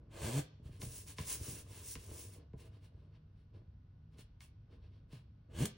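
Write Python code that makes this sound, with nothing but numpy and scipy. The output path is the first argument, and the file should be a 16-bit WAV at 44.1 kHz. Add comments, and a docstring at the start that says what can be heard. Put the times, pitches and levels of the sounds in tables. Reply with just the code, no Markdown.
"""A ballpoint is drawn twice, fast, across corrugated cardboard on a table in a small room.
The ball scratches the paper and bumps over the flutes, so the board buzzes at a pitch that follows
the pen's speed. Between the strokes the pen is set down and a flat hand slides, taps and shifts on
the sheet. Ventilation rumbles faintly throughout; a phone hears it all through two close ports."""
import sys
import numpy as np
from scipy import signal
from scipy.fft import rfft, irfft
from scipy.io import wavfile

SR = 44100
rng = np.random.default_rng(int(sys.argv[2]) if len(sys.argv) > 2 else 0)


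def master(y):
    """Save y as 16-bit WAV."""
    cut = np.clip(np.atleast_2d(y).T, -1, 1)
    pcm = np.round(cut * 32767)  # scale
    wavfile.write(sys.argv[1], SR, pcm.astype(np.int16))


N = 254452
T = np.arange(N) / SR
FFT_SIZE = 9 * 2 ** 15
FREQ = np.arange(FFT_SIZE // 2 + 1) * SR / FFT_SIZE + 1e-3


def undb(db):
    """Decibels to gain."""
    return 10 ** (np.asarray(db) / 20)


def unit(x):
    """Scale to rms 1."""
    return x / np.sqrt(np.mean(x ** 2))


def spectrum(points, modes=()):
    """Gain over FREQ: a curve through (f/Hz, level/dB) points, times resonances."""
    hz, db = np.transpose(points)
    curve_db = np.interp(np.log(FREQ), np.log(hz), db)
    modes_db = sum(lift_db / (1 + (2 * (FREQ - f_hz) / width_hz) ** 2)
                   for f_hz, width_hz, lift_db in modes)
    return undb(curve_db + modes_db)


def through(x, response):
    """Filter by a frequency response."""
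    return irfft(rfft(x, FFT_SIZE) * response)[..., :N]


def causal(gain):
    """Minimum-phase response: rings only after the blow."""
    cepstrum = irfft(np.log(gain + 1e-9))
    cepstrum[1:FFT_SIZE // 2] *= 2
    cepstrum[FFT_SIZE // 2 + 1:] = 0
    return np.exp(rfft(cepstrum))


def wander(rate_hz):
    """Smooth random signal, rms 1."""
    return unit(through(rng.standard_normal(N), np.exp(-(FREQ / rate_hz) ** 2)))


def swell(peak_s, rise_s, fall_s):
    """Asymmetric bell envelope."""
    return np.exp(-.5 * ((T - peak_s) / np.where(T < peak_s, rise_s, fall_s)) ** 2)


def shelf(x, corner_hz, treble_gain):
    """High shelf with time-varying gain."""
    lows = through(x, 1 / (1 + (FREQ / corner_hz) ** 6))
    return lows + treble_gain * (x - lows)


def diffuse(mid, side, corner_hz=330):
    """Stereo sound from all around: long waves reach both ports alike."""
    side = through(side, FREQ ** 4 / (FREQ ** 4 + corner_hz ** 4))
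    return np.array([mid + side, mid - side])


def fibres(colour, grit_db, patchy_db):
    """Paper fibres snapping past: dense uneven clicks, in rougher and smoother patches."""
    clicks = rng.standard_normal(N) * undb(grit_db * rng.standard_normal(N))
    patches = undb(patchy_db * wander(230))
    return unit(through(clicks * patches, causal(colour)))


# air spectrum: f/Hz, level/dB
AIR_SPECTRUM = [(20, -24), (40, 0.5), (70, 0), (110, 4), (160, -7), (220, -10.5), (320, -22), (500, -31.5),
                (800, -33.5), (1400, -37.5), (2200, -44.5), (4500, -50), (6000, -54.5), (8000, -85),
                (15000, -72)]
# room resonances: f/Hz, width/Hz, lift/dB
AIR_MODES = [(68.4, 21, 6.6), (98.9, 6.3, 9.5), (154, 5.2, 13), (490, 17, 3.5)]


def ventilation(rumble_db=-57, whine_hz=1472, whine_db=-94):
    """Steady rumble in the room's modes, with a faint whine."""
    mid, side = through(rng.standard_normal((2, N)), spectrum(AIR_SPECTRUM, AIR_MODES))
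    whine = np.sin(2 * np.pi * whine_hz * T)
    return undb(rumble_db) * unit(diffuse(mid, side)) + undb(whine_db) * whine


# palm and finger rubs: peak t/s, rise/s, fall/s, rasp level/dB, hiss over rasp/dB, drag level/dB
HAND_RUBS = [(.05, 0.054, 0.13, -104, -9, -62), (0.668, 0.019, 0.019, -71.5, 3.5, -58),
             (0.736, 0.019, 0.05, -72, 4, -64), (0.826, 0.014, 0.042, -63.5, 17, -54),
             (0.964, 0.053, 0.047, -66.5, 19.5, -59), (1.09, 0.016, 0.027, -62, 13, -57),
             (1.209, 0.024, 0.031, -57.5, 8.5, -61), (1.313, 0.032, 0.035, -53.5, 18, -54.5),
             (1.476, 0.052, 0.059, -61, 17, -52.5), (1.585, 0.052, 0.024, -63.5, 13.5, -61),
             (1.77, 0.059, 0.062, -63.5, 9.5, -55.5), (1.92, 0.058, 0.022, -66.5, 24, -72),
             (2.03, 0.061, 0.11, -70.5, 14, -62), (2.12, 0.021, 0.022, -69, 11.5, -51),
             (2.194, 0.051, 0.062, -65.5, 16, -57.5), (2.34, 0.022, 0.025, -69.5, 10.5, -70),
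             (2.41, 0.034, 0.021, -79, -16.5, -57), (2.609, 0.019, 0.025, -68, 3.5, -58),
             (2.66, 0.01, 0.016, -72, 3, -56), (2.747, 0.021, 0.028, -75.5, -5, -63),
             (2.848, 0.021, 0.021, -72.5, -0.5, -69.5), (3.02, 0.077, 0.048, -86, -8, -65),
             (3.155, 0.02, 0.016, -77, -15, -67), (3.39, .025, 0.036, -85, -6.5, -76.5),
             (3.549, 0.009, 0.035, -77.5, -10, -59.5), (4.142, .016, .02, -78.5, -5, -65.5),
             (4.2, 0.014, 0.016, -65, 4.5, -71.5), (4.417, 0.0076, 0.03, -67.5, 7, -88),
             (4.73, .018, 0.027, -75.5, -10, -59), (4.847, 0.021, 0.029, -78, -13.5, -65),
             (4.946, 0.024, 0.038, -79.5, -14, -68), (5.139, 0.021, 0.037, -67, -0.5, -63),
             (5.52, 0.012, 0.044, -85, -12, -55)]
# hiss, rasp and drag spectra as heard: f/Hz, level/dB
HISS_SPECTRUM = [(500, -34.5), (2500, -14.5), (4600, -8), (5600, -3.5), (8000, -2), (10000, 5), (12500, -7),
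                 (15500, 4)]  # dips at 12.5 kHz; the dip is not the hand's
RASP_SPECTRUM = [(200, -25.5), (600, 3.5), (1000, 4.5), (1400, 4.5), (2000, 6), (2900, 8), (4500, 4),
                 (5800, -4), (7000, -26.5), (14000, -32)]
DRAG_SPECTRUM = [(30, -11), (70, 14.5), (130, 6.5), (220, -5.5), (320, -0.5), (480, -1.5), (750, -17.5),
                 (1300, -21), (4000, -48.5), (15000, -69.5)]
# sheet resonances under the hand: f/Hz, width/Hz, lift/dB
HAND_MODES = [(370, 50, 0), (490, 70, -0.5), (1030, 120, 4.5), (2800, 170, 2.5), (3650, 250, -0.5),
              (5500, 340, 3), (6325, 500, 1.5), (8700, 2100, 0)]


def hand(rest_rasp_db=-93.5, rest_drag_db=-78, drag_power=0.39):
    """Skin hisses on the liner, rasps its fibres and drags the sheet into a low rumble."""
    rest = undb(0.5 * wander(2.89))  # a resting hand is never quite still
    hiss, rasp, drag = 0, rest * undb(rest_rasp_db), rest * undb(rest_drag_db)
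    for peak_s, rise_s, fall_s, rasp_db, bright_db, drag_db in HAND_RUBS:
        touch = swell(peak_s, rise_s, fall_s)
        hiss = np.hypot(hiss, touch * undb(rasp_db + bright_db))
        rasp = np.hypot(rasp, touch * undb(rasp_db))
        drag = np.hypot(drag, touch ** drag_power * undb(drag_db))  # outlasts the rasp
    return (hiss * fibres(spectrum(HISS_SPECTRUM, HAND_MODES), grit_db=3.3, patchy_db=1.5)
            + rasp * fibres(spectrum(RASP_SPECTRUM, HAND_MODES), grit_db=4.0, patchy_db=0.6)
            + drag * fibres(spectrum(DRAG_SPECTRUM, HAND_MODES), grit_db=3.0, patchy_db=3.5))


# pen motion, one list per stroke: t/s, flute rate/Hz, pressure/dB
PEN_MOTIONS = [
    [(.085, 23.9, -4), (.135, 40.9, 6), (.2, 57.2, 1.5), (.24, 74.5, 5), (.275, 119.6, 1), (.31, 119.2, -4),
     (.374, 146.2, 2.5), (.4, 147.7, 1)],
    [(5.48, 29.88, -3), (5.53, 51.6, -4), (5.57, 80.6, -4), (5.605, 113.2, 4), (5.632, 159.2, 1),
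     (5.66, 218, -14.5)],
]
# strokes: lift-off t/s, scratch level/dB, buzz level/dB, bite rate/Hz, barrel lift/dB, bounce/0-1
PEN_STROKES = [(0.395, -42.5, -33, 61.9, -1.5, 0.04), (5.66, -41.5, -29.5, 89, 5, 0.19)]
# scratch and board spectra as heard: f/Hz, level/dB
SCRATCH_SPECTRUM = [(150, -13.5), (400, 8.5), (750, 8), (1050, 7), (1400, 0), (2000, 5), (3000, 6.5),
                    (4700, 1), (6000, 3.5), (9000, 7.5), (12500, 3), (15500, 6.5)]
BOARD_SPECTRUM = [(25, -11.5), (70, 4), (105, -3.5), (145, 4.5), (220, -4), (300, -10), (420, -8.5),
                  (700, -22.5), (1200, -27), (4000, -62.5), (15000, -85.5)]
# sheet resonances under the ball: f/Hz, width/Hz, lift/dB
BALL_MODES = [(338, 92, 14), (543, 190, 9.5), (1026, 330, 2.5), (1590, 260, 7.5), (1850, 50, -4),
              (3310, 180, 2), (4390, 77, 8)]
BARREL_HZ, BARREL_WIDTH_HZ = 2880, 380


def pen(landing_s=0.024, ref_rate_hz=153.7, flute_jitter=.02, sharpness=6, uneven_db=1.2,
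        scratch_db_per_s=514, buzz_db_per_s=599, overtone_db_per_s=1204):
    """Each flute bumps the ball, which thumps the board and briefly scratches harder."""
    board = causal(spectrum(BOARD_SPECTRUM))
    out = 0
    for motion, stroke in zip(PEN_MOTIONS, PEN_STROKES):
        lift_s, scratch_db, buzz_db, bite_hz, barrel_db, bounce = stroke
        times_s, rates_hz, pressure_db = np.transpose(motion)
        rate_hz = np.interp(T, times_s, rates_hz)
        pressure = undb(np.interp(T, times_s, pressure_db))
        landed = np.clip((T - times_s[0]) / landing_s, 0, 1)
        lifted_s = np.maximum(T - lift_s, 0)
        phase = 2 * np.pi * np.cumsum(rate_hz * (1 + flute_jitter * wander(90))) / SR

        bite = 1 / (1 + (bite_hz / rate_hz) ** 4.17)  # a slow ball is quiet and dull
        colour = spectrum(SCRATCH_SPECTRUM, BALL_MODES + [(BARREL_HZ, BARREL_WIDTH_HZ, barrel_db)])
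        scratch = fibres(colour, grit_db=5.0, patchy_db=0.1)
        scratch = shelf(scratch, corner_hz=4500, treble_gain=bite ** 0.42)
        scratch *= bite * pressure ** 0.52 * (1 + 0.11 * np.cos(phase))
        scratch *= undb(scratch_db - scratch_db_per_s * lifted_s)

        bumps = np.exp(sharpness * (np.cos(phase) - 1)) * undb(uneven_db * wander(160))
        bumps *= 1 + bounce * np.cos(phase / 2)  # lands harder on every second flute
        buzz = through(bumps - bumps.mean(), board)
        buzz = shelf(buzz, corner_hz=210, treble_gain=undb(-overtone_db_per_s * lifted_s))
        buzz /= np.std(buzz[(T > times_s[0]) & (T < lift_s)])
        buzz *= pressure * (rate_hz / ref_rate_hz) ** 2.52
        buzz *= undb(buzz_db - buzz_db_per_s * lifted_s)
        out += landed * (scratch - buzz)
    return out


# ball leaving paper ridges: t/s, half length/s, level/dB
BALL_FLICKS = [(0.25, 0.0022, -43), (0.37, 0.0035, -46), (5.6568, 0.0016, -29)]


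def flicks(highpass_hz=2000, barrel_db=6):
    """The ball snaps off a ridge with a short, bright spit."""
    colour = spectrum(SCRATCH_SPECTRUM, [(BARREL_HZ, BARREL_WIDTH_HZ, barrel_db)])
    colour *= FREQ / (FREQ + highpass_hz)
    envelope = sum(undb(db) * swell(peak_s, half_s, half_s) for peak_s, half_s, db in BALL_FLICKS)
    return envelope * unit(through(rng.standard_normal(N), colour))


# pen, finger and palm knocks: t/s, relative click/dB, relative thump/dB, contact cutoff/Hz, ring/0-1
KNOCKS = [(0.592, -73, -54, 500, 0), (0.646, -82.5, -43.5, 96, 0), (0.687, -75, -53, 695, 0),
          (0.8159, -47.5, -51.5, 4430, 0.73), (0.826, -66.5, -44.5, 7000, .5), (0.855, -70, -38, 97, 0),
          (1.073, -56, -64.5, 11500, 0.2), (1.1825, -42, -45, 3440, 0.9), (1.196, -60, -46.5, 4000, 0.9),
          (1.216, -62, -59, 3000, 1), (1.474, -63.5, -44, 261, 0), (1.521, -60.5, -47.5, 217, 0),
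          (1.9523, -44, -47, 3140, .3), (2.532, -57, -45.5, 750, 0.28), (4.1837, -65, -58.5, 4500, 0.3),
          (4.4046, -56, -94, 3800, 0.34), (5.125, -63, -49.5, 5000, 0.3)]
# click spectrum: f/Hz, level/dB
CLICK_SPECTRUM = [(100, -15), (500, -14), (1000, 0), (1500, -3), (2200, 3), (3000, 0.5), (5000, 3.5),
                  (9000, 3.5), (15000, -19)]
# resonances of the sheet (click) and table (thump): f/Hz, width/Hz, lift/dB
CLICK_MODES = [(1026, 150, 15), (2170, 130, 13), (2990, 110, 5), (3642, 200, 3), (5340, 440, 4)]
THUMP_MODES = [(70.5, 35, 1.5), (112, 39, 8)]


def knocks(click_s=0.0084, thump_s=0.019, rattle=0.04, click_gain_db=-20, thump_gain_db=9,
           delay_at_100hz_s=.012):
    """A click and a thump on the sheet; bending waves carry the treble ahead of the bass."""
    t = T[:SR // 5]
    free, damped, thumps = np.zeros((3, N))
    for start_s, click_db, thump_db, cutoff_hz, ring in KNOCKS:
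        span = slice(int(start_s * SR), int(start_s * SR) + len(t))
        push = rattle * rng.standard_normal((2, len(t))) * np.exp(-t / [[click_s], [thump_s]])
        push[:, 0] = 1  # impulse ahead of the rattle
        contact = signal.butter(2, cutoff_hz, fs=SR, output="sos")  # soft skin passes only lows
        click = undb(click_db + click_gain_db) * unit(signal.sosfilt(contact, push[0]))
        free[span] += ring * click
        damped[span] += (1 - ring) * click
        thumps[span] += undb(thump_db + thump_gain_db) * signal.sosfilt(contact, unit(push[1]))
    sheet = (through(free, causal(spectrum(CLICK_SPECTRUM, CLICK_MODES)))
             + through(damped, causal(spectrum(CLICK_SPECTRUM)))
             + through(thumps, causal(spectrum(BOARD_SPECTRUM, THUMP_MODES))))
    dispersion = np.exp(-4j * np.pi * delay_at_100hz_s * np.sqrt(100 * FREQ))  # delay ~ 1/sqrt(f)
    return through(sheet, dispersion)


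def reverb(x, t60_s=0.53, treble_t60_s=.12, walls_db=-13, near_db=-9, near_decay_s=0.016):
    """The table and things on it answer briefly, the walls for longer; treble dies first."""
    t = T[:SR // 2]
    noise = rng.standard_normal((2, len(t))) * (t > .0015)

    def tail(decay_s):
        """Mid and side response of echoes falling by 1/e in decay_s."""
        return rfft(unit(noise * np.exp(-t / decay_s)) / np.sqrt(len(t)), FFT_SIZE)

    lows = 1 / (1 + (FREQ / 6000) ** 10)
    walls = tail(t60_s / np.log(1000)) * lows + tail(treble_t60_s / np.log(1000)) * (1 - lows)
    walls *= undb(3 / (1 + ((FREQ - 4200) / 1300) ** 2))  # hard walls are liveliest here
    echoes = undb(walls_db) * walls + undb(near_db) * tail(near_decay_s)
    # a small sheet radiates little bass; the echoes are dull, rolled off above 11 kHz
    band = FREQ / np.hypot(FREQ, 220) / (1 + (FREQ / 11000) ** 4)
    return diffuse(*through(x, band * echoes))


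# phase lead of the left port: f/Hz, phase/rad
PORT_PHASE = [(0, 0), (6800, 0), (10000, -2), (12000, -3.1), (14000, -3.4), (16000, -4.7)]


def scene(sheet_db=-1):
    """Sheet, echoes and ventilation at two close ports; the direct treble arrives out of phase."""
    air = ventilation()
    sheet = undb(sheet_db) * (hand() + pen() + flicks() + knocks())
    half_lead = np.exp(.5j * np.interp(FREQ, *np.transpose(PORT_PHASE)))
    direct = through(sheet, np.array([half_lead, 1 / half_lead]))
    return air + direct + reverb(sheet)


def record(dry):
    """The phone's steep low-pass."""
    cutoff_hz = 15900
    return signal.sosfilt(signal.ellip(10, .2, 80, cutoff_hz, fs=SR, output="sos"), dry)


dry = scene()
out = record(dry)
master(out)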